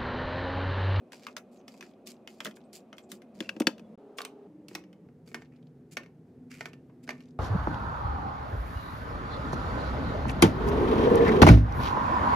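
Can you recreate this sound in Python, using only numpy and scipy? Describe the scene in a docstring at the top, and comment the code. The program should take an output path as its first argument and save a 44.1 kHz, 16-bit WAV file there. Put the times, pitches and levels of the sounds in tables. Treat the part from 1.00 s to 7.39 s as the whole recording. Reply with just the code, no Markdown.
"""Plastic knocks and rings as a fridge is restocked, sped up: foil-lidded yogurt cups slide into a bin,
the bin scrapes onto a shelf, then fruit pouches drop into a second bin. Each contact rings the plastic
and a small kitchen; sliding foil and film crackle and settle. Brief squeaks and a thin steady whine at
the fridge lie over a faint appliance hum. Each stretch has its own motor pitch and its own speed,
which shifts the air and the cup and pouch modes."""
import sys
import numpy as np
from scipy import signal
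from scipy.fft import rfft, irfft
from scipy.io import wavfile
from scipy.ndimage import uniform_filter1d

SR = 44100
rng = np.random.default_rng(int(sys.argv[2]) if len(sys.argv) > 2 else 0)


def output_pcm(signal):
    """Save a mono or channel-first signal as 16-bit PCM at the path in sys.argv[1].

    Samples are clipped to [-1, 1] before scaling.
    """
    pcm = np.clip(np.atleast_2d(signal).T, -1, 1) * 32767
    wavfile.write(sys.argv[1], SR, np.round(pcm).astype(np.int16))


N = 281787
TIME_S = np.arange(N) / SR

# borders of the five registers: thump, knock, body, clack, tick
EDGES_HZ = [165, 480, 1200, 2800, 6000, 15500]
BANDS = [signal.butter(3, EDGES_HZ[k:k + 2], "band", fs=SR, output="sos") for k in range(5)]
# stretches of constant speed: start_s, speed_ratio, air_db, motor_hz, motor_db
STRETCHES = [(0, 1.535, -54.5, 358.7, -61.5), (2.353, 1.386, -50.5, 206, -55.5),
             (2.976, 1.734, -54, 402, -54), (3.47, 1.2, -54.5, 297, -56.5), (4.066, 1.0, -54.5, 240.8, -59),
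             (5.265, 0.99, -54, 245.6, -54.5), (5.883, 0.99, -54, 243.6, -52)]
# kitchen air at natural speed: frequency_hz, relative_db
AIR_SPECTRUM = [(30, -36.5), (64, -19), (110, -10), (155, 2.5), (215, -11), (260, -11), (330, -9),
                (480, -13), (590, -25), (720, -24.5), (1100, -37), (1700, -39), (3200, -50), (9000, -57)]
# squeaks, then (last row) a steady whine: start_s, length_s, from_hz, to_hz, width_hz, level_db
SQUEAKS_AND_WHINE = [(0.53, .1, 7700, 5470, 1000, -71), (1.13, 0.042, 6500, 5900, 700, -79),
                     (1.633, .04, 8300, 8400, 1000, -74), (2.02, .04, 7560, 7400, 1000, -65),
                     (2.438, 0.031, 2720, 2697, 100, -51), (2.757, .21, 3430, 3380, 59.6, -81)]
# packs sliding, and the bin scraping on the shelf: start_s, length_s, strength_db, tilt_db_per_register
SLIDES = [(0.115, 0.11, -60.5, -1.5), (0.212, 0.13, -64.5, -4), (0.51, 0.1, -77.5, 6),
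          (0.672, 0.26, -68.5, 0.5), (0.826, 0.071, -67.5, -6), (1.057, 0.075, -53.5, 2.5),
          (1.28, 0.25, -70, 1.5), (1.427, 0.09, -63, 0), (1.552, 0.024, -61, 5), (1.725, 0.074, -54.5, 4.5),
          (1.96, 0.071, -71.5, 1), (2.088, 0.088, -62.5, 3), (2.34, 0.3, -70.5, -0.5),
          (2.409, 0.074, -60.5, -7.5), (3.169, 0.057, -59, 6), (3.24, 0.029, -56, -15.5),
          (3.693, 0.12, -63.5, -0.5), (4.256, 0.19, -69.5, 1), (4.512, 0.096, -84.5, -12.5),
          (4.91, 0.038, -56, 4), (5.498, 0.21, -58.5, -3), (6.027, 0.028, -63, 1.5), (6.117, 0.11, -72, -4),
          (6.172, 0.13, -77.5, -6)]
# container modes before speed and ring scaling: pitch_hz, relative_db, t60_s
CUP_MODES = [(132.6, 9.5, 0.13), (265, -5, 0.08), (411.6, -6, 0.27), (627, 12.5, 0.022), (797, -2.5, 0.033),
             (1000, 5.5, 0.013), (1370, -3, 0.068), (1650, -8, 0.053), (2262, 0.5, 0.052),
             (3100, -2, 0.013)]
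BIN_MODES = [(248, -6.5, 0.077), (308.7, 2, 0.043), (442.8, -6.5, 0.024), (544, -6.5, 0.054),
             (686.3, -15, 0.044), (792.4, -17.5, .04), (1440, -4, 0.017), (1590, 2, 0.02),
             (1800, -2.5, 0.014), (1970, 1, 0.02), (2635, 2, .022), (2970, -4.5, 0.035), (3470, -7, 0.037),
             (4420, -2.5, 0.009)]
POUCH_MODES = [(173, -3, 0.057), (245, 6, 0.044), (382, 3.5, 0.041), (640.4, 6.5, 0.038), (794, -12, 0.034),
               (1570, -1, 0.047), (1833, -9, 0.18), (1963, -4, 0.036), (2190, -1.5, 0.052),
               (2440, -8.5, 0.054), (3300, -22, 0.0089), (4500, -1.5, 0.035)]
# colour of a contact of middling hardness: knock_db, body_db, clack_db, tick_db
CUP_COLOUR_DB = [-9, 1, -0.5, -6.5]
BIN_COLOUR_DB = [-15.5, 0, -1.5, -10]
POUCH_COLOUR_DB = [-4.5, 0.5, -2, -8]
# contacts: start_s, strength_db, hardness_db_per_register, weight_db, spot_hz
CUP_HITS = [(0.1207, -55.5, 3.5, -14, 1650), (0.132, -58.5, -10.5, -21, 3380),
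            (0.2674, -43.5, -3, -21, 1130), (0.284, -59, -10, -28, 2640), (0.3662, -41.5, -2, -17, 6140),
            (0.381, -58.5, 6, -25, 3870), (0.6805, -53.5, 0.5, -22, 5000), (0.7413, -75.5, -16, 11, 2540),
            (0.8087, -51, 0, -14, 2520), (0.826, -53.5, -1, -5, 1720), (1.0716, -54, 8, -26, 5100),
            (1.2746, -49.5, -1, -32, 3070), (1.4043, -42.5, -2.5, -18, 3213), (1.448, -49.5, 9, 1.5, 3470),
            (1.4557, -40, -2.5, -11, 1010), (1.466, -47.5, 3.5, -12, 3100), (1.473, -51, -4, -13, 1740),
            (1.5111, -59.5, 0, -3, 3130), (1.57, -67, -8, -12, 1570), (1.9286, -54, -5.5, -19, 3100),
            (1.982, -53.5, 0.5, -27, 3250), (2.1172, -47, 4.5, -7.5, 7500), (2.219, -63.5, 1, -12, 1510)]
BIN_HITS = [(2.4045, -39, 0, 4.5, 3610), (2.4918, -36, -4, -18.5, 2662), (2.5645, -55, -4, 15, 620),
            (2.6005, -41.5, 5.5, -4.5, 8180), (2.6045, -47, -4, 24.5, 3260), (2.618, -45, 0, -10, 2160),
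            (2.6697, -22.5, -2.5, -1.5, 4460), (2.7807, -62, 2, -2, 2800), (2.795, -60.5, 1.5, 10.5, 2640)]
POUCH_HITS = [(3.1853, -41, -0.5, -25, 3440), (3.189, -45, -3.5, -23, 3440), (3.205, -48, -6.5, -21, 1430),
              (3.2177, -46, 4, -24, 4300), (3.2501, -43, 2.5, -24, 7900), (3.6836, -55.5, 5, -11.5, 4370),
              (3.7121, -67, -6, 17.5, 1860), (3.751, -38, 0, -8.5, 5950), (3.8383, -67, -1, -8, 2960),
              (3.9291, -66.5, 0.5, -15, 3040), (4.0877, -76, -6, 21, 1530), (4.2758, -64, 3, 7.5, 4730),
              (4.3157, -65, -3, 12, 2190), (4.3446, -41, -1, -6, 1930), (4.42, -60.5, -4.5, -3, 2124),
              (4.9692, -37.5, -1.5, -26, 2190), (4.9728, -49, -2, 0.5, 1840), (5.034, -62.5, -1, -14, 2134),
              (5.061, -65, -4, 5, 2220), (5.6083, -43.5, -4, -18, 1960), (5.6566, -44.5, -2, -6, 2344),
              (5.7325, -58.5, -0.5, 1, 2660), (5.897, -77.5, -12.5, 9, 986), (6.0767, -54, -2.5, 3, 1540),
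              (6.091, -40, -3.5, -37, 1990), (6.1055, -45.5, -2.5, -2, 2300),
              (6.2054, -62.5, -1, -17, 2870)]
# colour of a slide: body_db, clack_db, tick_db
SLIDE_COLOUR_DB = [-4.5, -1.5, 0]
LEFT_RIGHT = np.array([[1], [-1]])


def undb(db):
    return 10 ** (np.asarray(db) / 20)


def unit_rms(x):
    return x / np.sqrt(np.mean(x ** 2) + 1e-20)


def decay(t, t60_s):
    return np.exp(-np.log(1000) * t / max(t60_s, 1e-3))


def filtered(x, order, hz, kind="low"):
    return signal.sosfilt(signal.butter(order, hz, kind, fs=SR, output="sos"), x)


def add(out, start_s, x):
    i = max(int(start_s * SR), 0)
    out[:, i:i + x.shape[1]] += x[:, :max(N - i, 0)]


def stereo_noise(size, apart_hz=1700):
    """Noise at two close points: alike in the bass, drifting apart in the treble."""
    mid, side = rng.standard_normal((2, size))
    return mid + 0.54 * filtered(side, 1, apart_hz, "high") * LEFT_RIGHT


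def speed_at(time_s):
    return [speed for start_s, speed, *_ in STRETCHES if start_s <= time_s + .02][-1]


def nearness(hz, width_octaves=0.78):
    """How near each register, knock to tick, lies to a pitch (0-1)."""
    centres_hz = np.sqrt(np.multiply(EDGES_HZ[1:-1], EDGES_HZ[2:]))
    return np.exp(-(np.log2(centres_hz / hz) / width_octaves) ** 2)


def rumble(top_hz=70, level_db=-88):
    """Faint low rumble, independent left and right."""
    return undb(level_db) * unit_rms(filtered(rng.standard_normal((2, N)), 2, top_hz))


def hum(second_ratio=1.077, second_db=-3, waver_db=3.5, overlap_s=.006, whine_db=-86, hiss_db=-87):
    """Rushing air and two beating motor tones per stretch; a thin whine in the first; faint hiss."""
    out = np.zeros((2, N))
    air_hz, spectrum_db = np.transpose(AIR_SPECTRUM)
    ends_s = [row[0] for row in STRETCHES[1:]] + [N / SR]
    for (start_s, speed, air_db, motor_hz, motor_db), end_s in zip(STRETCHES, ends_s):
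        size = int((end_s - start_s + overlap_s) * SR)
        t = np.arange(size) / SR
        hz = np.fft.rfftfreq(size, 1 / SR) + 1
        colour = undb(np.interp(np.log(hz / speed), np.log(air_hz), spectrum_db))
        air = unit_rms(irfft(rfft(stereo_noise(size, apart_hz=1740)) * colour, size))
        waver = undb(waver_db * np.interp(t * 12, np.arange(64), rng.standard_normal(64)))
        phase = 2 * np.pi * motor_hz * t
        motor = unit_rms(waver * (np.sin(phase) + undb(second_db) * np.sin(second_ratio * phase)))
        crossfade = np.sin(np.pi / 2 * np.minimum(np.minimum(t, t[::-1]) / overlap_s, 1))
        add(out, start_s, (undb(air_db) * air + undb(motor_db) * motor) * crossfade)
    whine = unit_rms(filtered(stereo_noise(N), 2, [2470, 2530], "band")) * (TIME_S < ends_s[0])
    return out + undb(whine_db) * whine + undb(hiss_db) * unit_rms(stereo_noise(N))


def room(dry, wet_db, t60s_s):
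    """Adds dense reflections from counter, cupboards or fridge walls; level and decay per register."""
    t = np.arange(int(.45 * SR)) / SR
    reflections = stereo_noise(len(t), apart_hz=1300) * np.clip((t - .003) / .004, 0, 1)
    tail = 0
    for k, sos in enumerate(BANDS):
        band = signal.sosfilt(sos, reflections) * decay(t, t60s_s[k])
        share = (EDGES_HZ[k + 1] - EDGES_HZ[k]) / (SR / 2)
        tail += undb(wet_db[k]) * unit_rms(band) * np.sqrt(share / len(t))
    return dry + signal.fftconvolve(dry, tail, axes=1)[:, :N]


def settling(count=4, loudest_db=-74, spread_db=5):
    """Tiny ticks, thinning out, as the packs relax from each slide."""
    out = np.zeros((2, N))
    t = np.arange(int(.02 * SR)) / SR
    for start_s, length_s, *_ in SLIDES:
        for lateness, octaves, softness in rng.random((count, 3)):
            hz = 2400 * 2 ** octaves
            burst = stereo_noise(len(t)) * decay(t, t60_s=.025)
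            tick = unit_rms(filtered(burst, 2, [hz / 1.5, hz * 1.5], "band"))
            delay_s = length_s / 2 + .12 / speed_at(start_s) * lateness ** 2
            add(out, start_s + delay_s, tick * undb(loudest_db - spread_db * softness))
    return out


def squeaks_and_whine():
    """Brief hoarse squeaks, most of them falling, and a thin steady whine at the fridge."""
    out = np.zeros((2, N))
    for start_s, length_s, from_hz, to_hz, width_hz, level_db in SQUEAKS_AND_WHINE:
        size = int(length_s * SR)
        roughness = unit_rms(filtered(rng.standard_normal(size), 2, width_hz / 2))
        tone = np.sin(2 * np.pi * np.cumsum(np.linspace(from_hz, to_hz, size)) / SR)
        add(out, start_s, undb(level_db) * np.hanning(size) * roughness * tone * np.ones((2, 1)))
    return out


def slides(grain_db=3.6, grains_per_s=600, snags_per_s=50, film_hz=(2350, 4700, 7300), film_db=2,
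           rasp_db=5.5, rise_s=0.015, stop_s=0.014):
    """Stick-slip of sliding packs and the bin scraping on the shelf: edges snag, taut film resonates."""
    out = np.zeros((2, N))
    for start_s, length_s, strength_db, tilt_db in SLIDES:
        lift_db = rasp_db * nearness(hz=2300 * speed_at(start_s))[1:]
        levels_db = strength_db + np.array(SLIDE_COLOUR_DB) + tilt_db * np.array([-1, 0, 1]) + lift_db
        t = np.arange(int(length_s * SR)) / SR
        grains = undb(grain_db * np.minimum(rng.exponential(size=len(t)), 4))
        grip = grains[(t * grains_per_s).astype(int)]
        snags = (rng.random(len(t)) < snags_per_s / SR) * rng.uniform(12, 40, len(t))
        crackle = stereo_noise(len(t)) * grip + snags
        film = sum(signal.lfilter(*signal.iirpeak(hz, Q=6, fs=SR), crackle) for hz in film_hz)
        crackle += undb(film_db) * film
        rasp = sum(undb(db) * unit_rms(signal.sosfilt(sos, crackle))
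                   for sos, db in zip(BANDS[2:], levels_db))
        swell = np.minimum(t / rise_s, 1) * np.exp(-1.7 * np.maximum(t - rise_s, 0) / length_s)
        stop = np.minimum((length_s - t) / stop_s, 1)
        add(out, start_s, swell * stop * rasp)
    return out


def register_levels(colour_db, strength_db, hardness_db, weight_db, spot_hz, lift_db=5, spill_db=-11):
    """Hardness tilts a contact to the treble, the struck spot lifts its register, weight thumps."""
    tilt_db = hardness_db * (np.arange(4) - 1.5)
    knock_db, *upper_db = strength_db + np.array(colour_db) + tilt_db + lift_db * nearness(spot_hz)
    thump_db = strength_db + weight_db
    knock_db = 20 * np.log10(np.hypot(undb(knock_db), undb(thump_db + spill_db)))
    return np.array([thump_db, knock_db, *upper_db])


def contact(modes, levels_db, rattle_db, rattle_t60_s, snap_db, flex_s, press_s=0.0005):
    """A snap, a short rattle and ringing plastic; the thump comes late, as the whole wall must flex."""
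    t = np.arange(int(.14 * SR)) / SR
    rattle = undb(rattle_db) * decay(t, rattle_t60_s)
    snap = undb(snap_db) * decay(t, t60_s=0.0023)
    vibration = stereo_noise(len(t), apart_hz=1200) * (rattle + snap)
    for hz, db, t60_s in modes:
        detune, gain, turn, spread = rng.standard_normal(4)
        # short waves arrive out of step left and right
        lag_rad = min(hz / 1500, 1) * (.5 + .2 * spread) * LEFT_RIGHT
        phase = 2 * np.pi * hz * (1 + 0.017 * detune) * t + lag_rad + turn * min(hz / 1000, 2)
        vibration += undb(db + 1.138 * gain) * decay(t, t60_s) * np.sin(phase)
    out = 0
    for k, (sos, db) in enumerate(zip(BANDS, levels_db)):
        rise_s, head_s = (flex_s, .016) if k == 0 else (press_s, .008)
        attack = 1 - np.exp(-(t / rise_s) ** 2)
        band = signal.sosfilt(sos, vibration * attack)
        head_rms = np.sqrt(np.mean(band[:, :int(head_s * SR)] ** 2))
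        out += undb(db) * band / head_rms
    return out


def contacts(hits, modes, colour_db, pan_db, ring_scale, spot_db, rattle_db, natural_rattle_t60_s,
             snap_db, flex_s, follow_speed=True, lead_s=.0006):
    """Each hit rings the container and the struck spot; pan_db leans left, overall or per register."""
    out = np.zeros((2, N))
    sides_db = np.reshape(pan_db, (-1, 1, 1)) * LEFT_RIGHT / 2
    for start_s, strength_db, hardness_db, weight_db, spot_hz in hits:
        speed = speed_at(start_s) if follow_speed else 1
        ringing = [(hz * speed, db, t60_s / speed * ring_scale) for hz, db, t60_s in modes]
        ringing.append((spot_hz, spot_db, 0.019 * ring_scale))
        levels_db = register_levels(colour_db, strength_db, hardness_db, weight_db, spot_hz)
        stereo_db = levels_db[:, None, None] + sides_db
        hit = contact(ringing, stereo_db, rattle_db, natural_rattle_t60_s / speed, snap_db, flex_s)
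        add(out, start_s - lead_s, hit)
    return out


def scene():
    """Cups, bin and pouches in the kitchen, over the hum."""
    cups = contacts(CUP_HITS, CUP_MODES, CUP_COLOUR_DB, pan_db=0, ring_scale=0.77, spot_db=10.5,
                    rattle_db=10, natural_rattle_t60_s=0.045, snap_db=12.5, flex_s=0.0011)
    bin_on_shelf = contacts(BIN_HITS, BIN_MODES, BIN_COLOUR_DB, pan_db=[2, 0.5, 4, 2.5, 1],
                            ring_scale=0.93, spot_db=7.5, rattle_db=7, natural_rattle_t60_s=0.03,
                            snap_db=5.5, flex_s=0.0033, follow_speed=False)
    pouches = contacts(POUCH_HITS, POUCH_MODES, POUCH_COLOUR_DB, pan_db=-0.5, ring_scale=0.72,
                       spot_db=10, rattle_db=6.5, natural_rattle_t60_s=0.048, snap_db=21.5, flex_s=0.0031)
    small_sounds = slides() + settling() + squeaks_and_whine()
    return (room(cups + small_sounds, wet_db=[9, -4, -7, -9.5, -9.5], t60s_s=[.089, .1, .11, .074, .12])
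            + room(bin_on_shelf, wet_db=[-16, -7, -19.5, -20, -15.5], t60s_s=[.22, .1, .15, .17, .13])
            + room(pouches, wet_db=[-1, -3.5, -11, -13, -13.5], t60s_s=[.28, .19, .23, .22, .14])
            + hum() + rumble())


def record(dry, dull_hz=11000, top_hz=15600, gap_from_s=2.956, gap_to_s=2.976):
    """The microphone softens the highest treble; a blink of silence before the pouches; the top is cut."""
    soft = filtered(dry, 1, dull_hz)
    gate = uniform_filter1d(1. * ((TIME_S < gap_from_s) | (TIME_S > gap_to_s)), size=24)
    return signal.sosfilt(signal.ellip(8, .2, 70, top_hz, fs=SR, output="sos"), soft * gate)


dry = scene()
out = record(dry)
output_pcm(out)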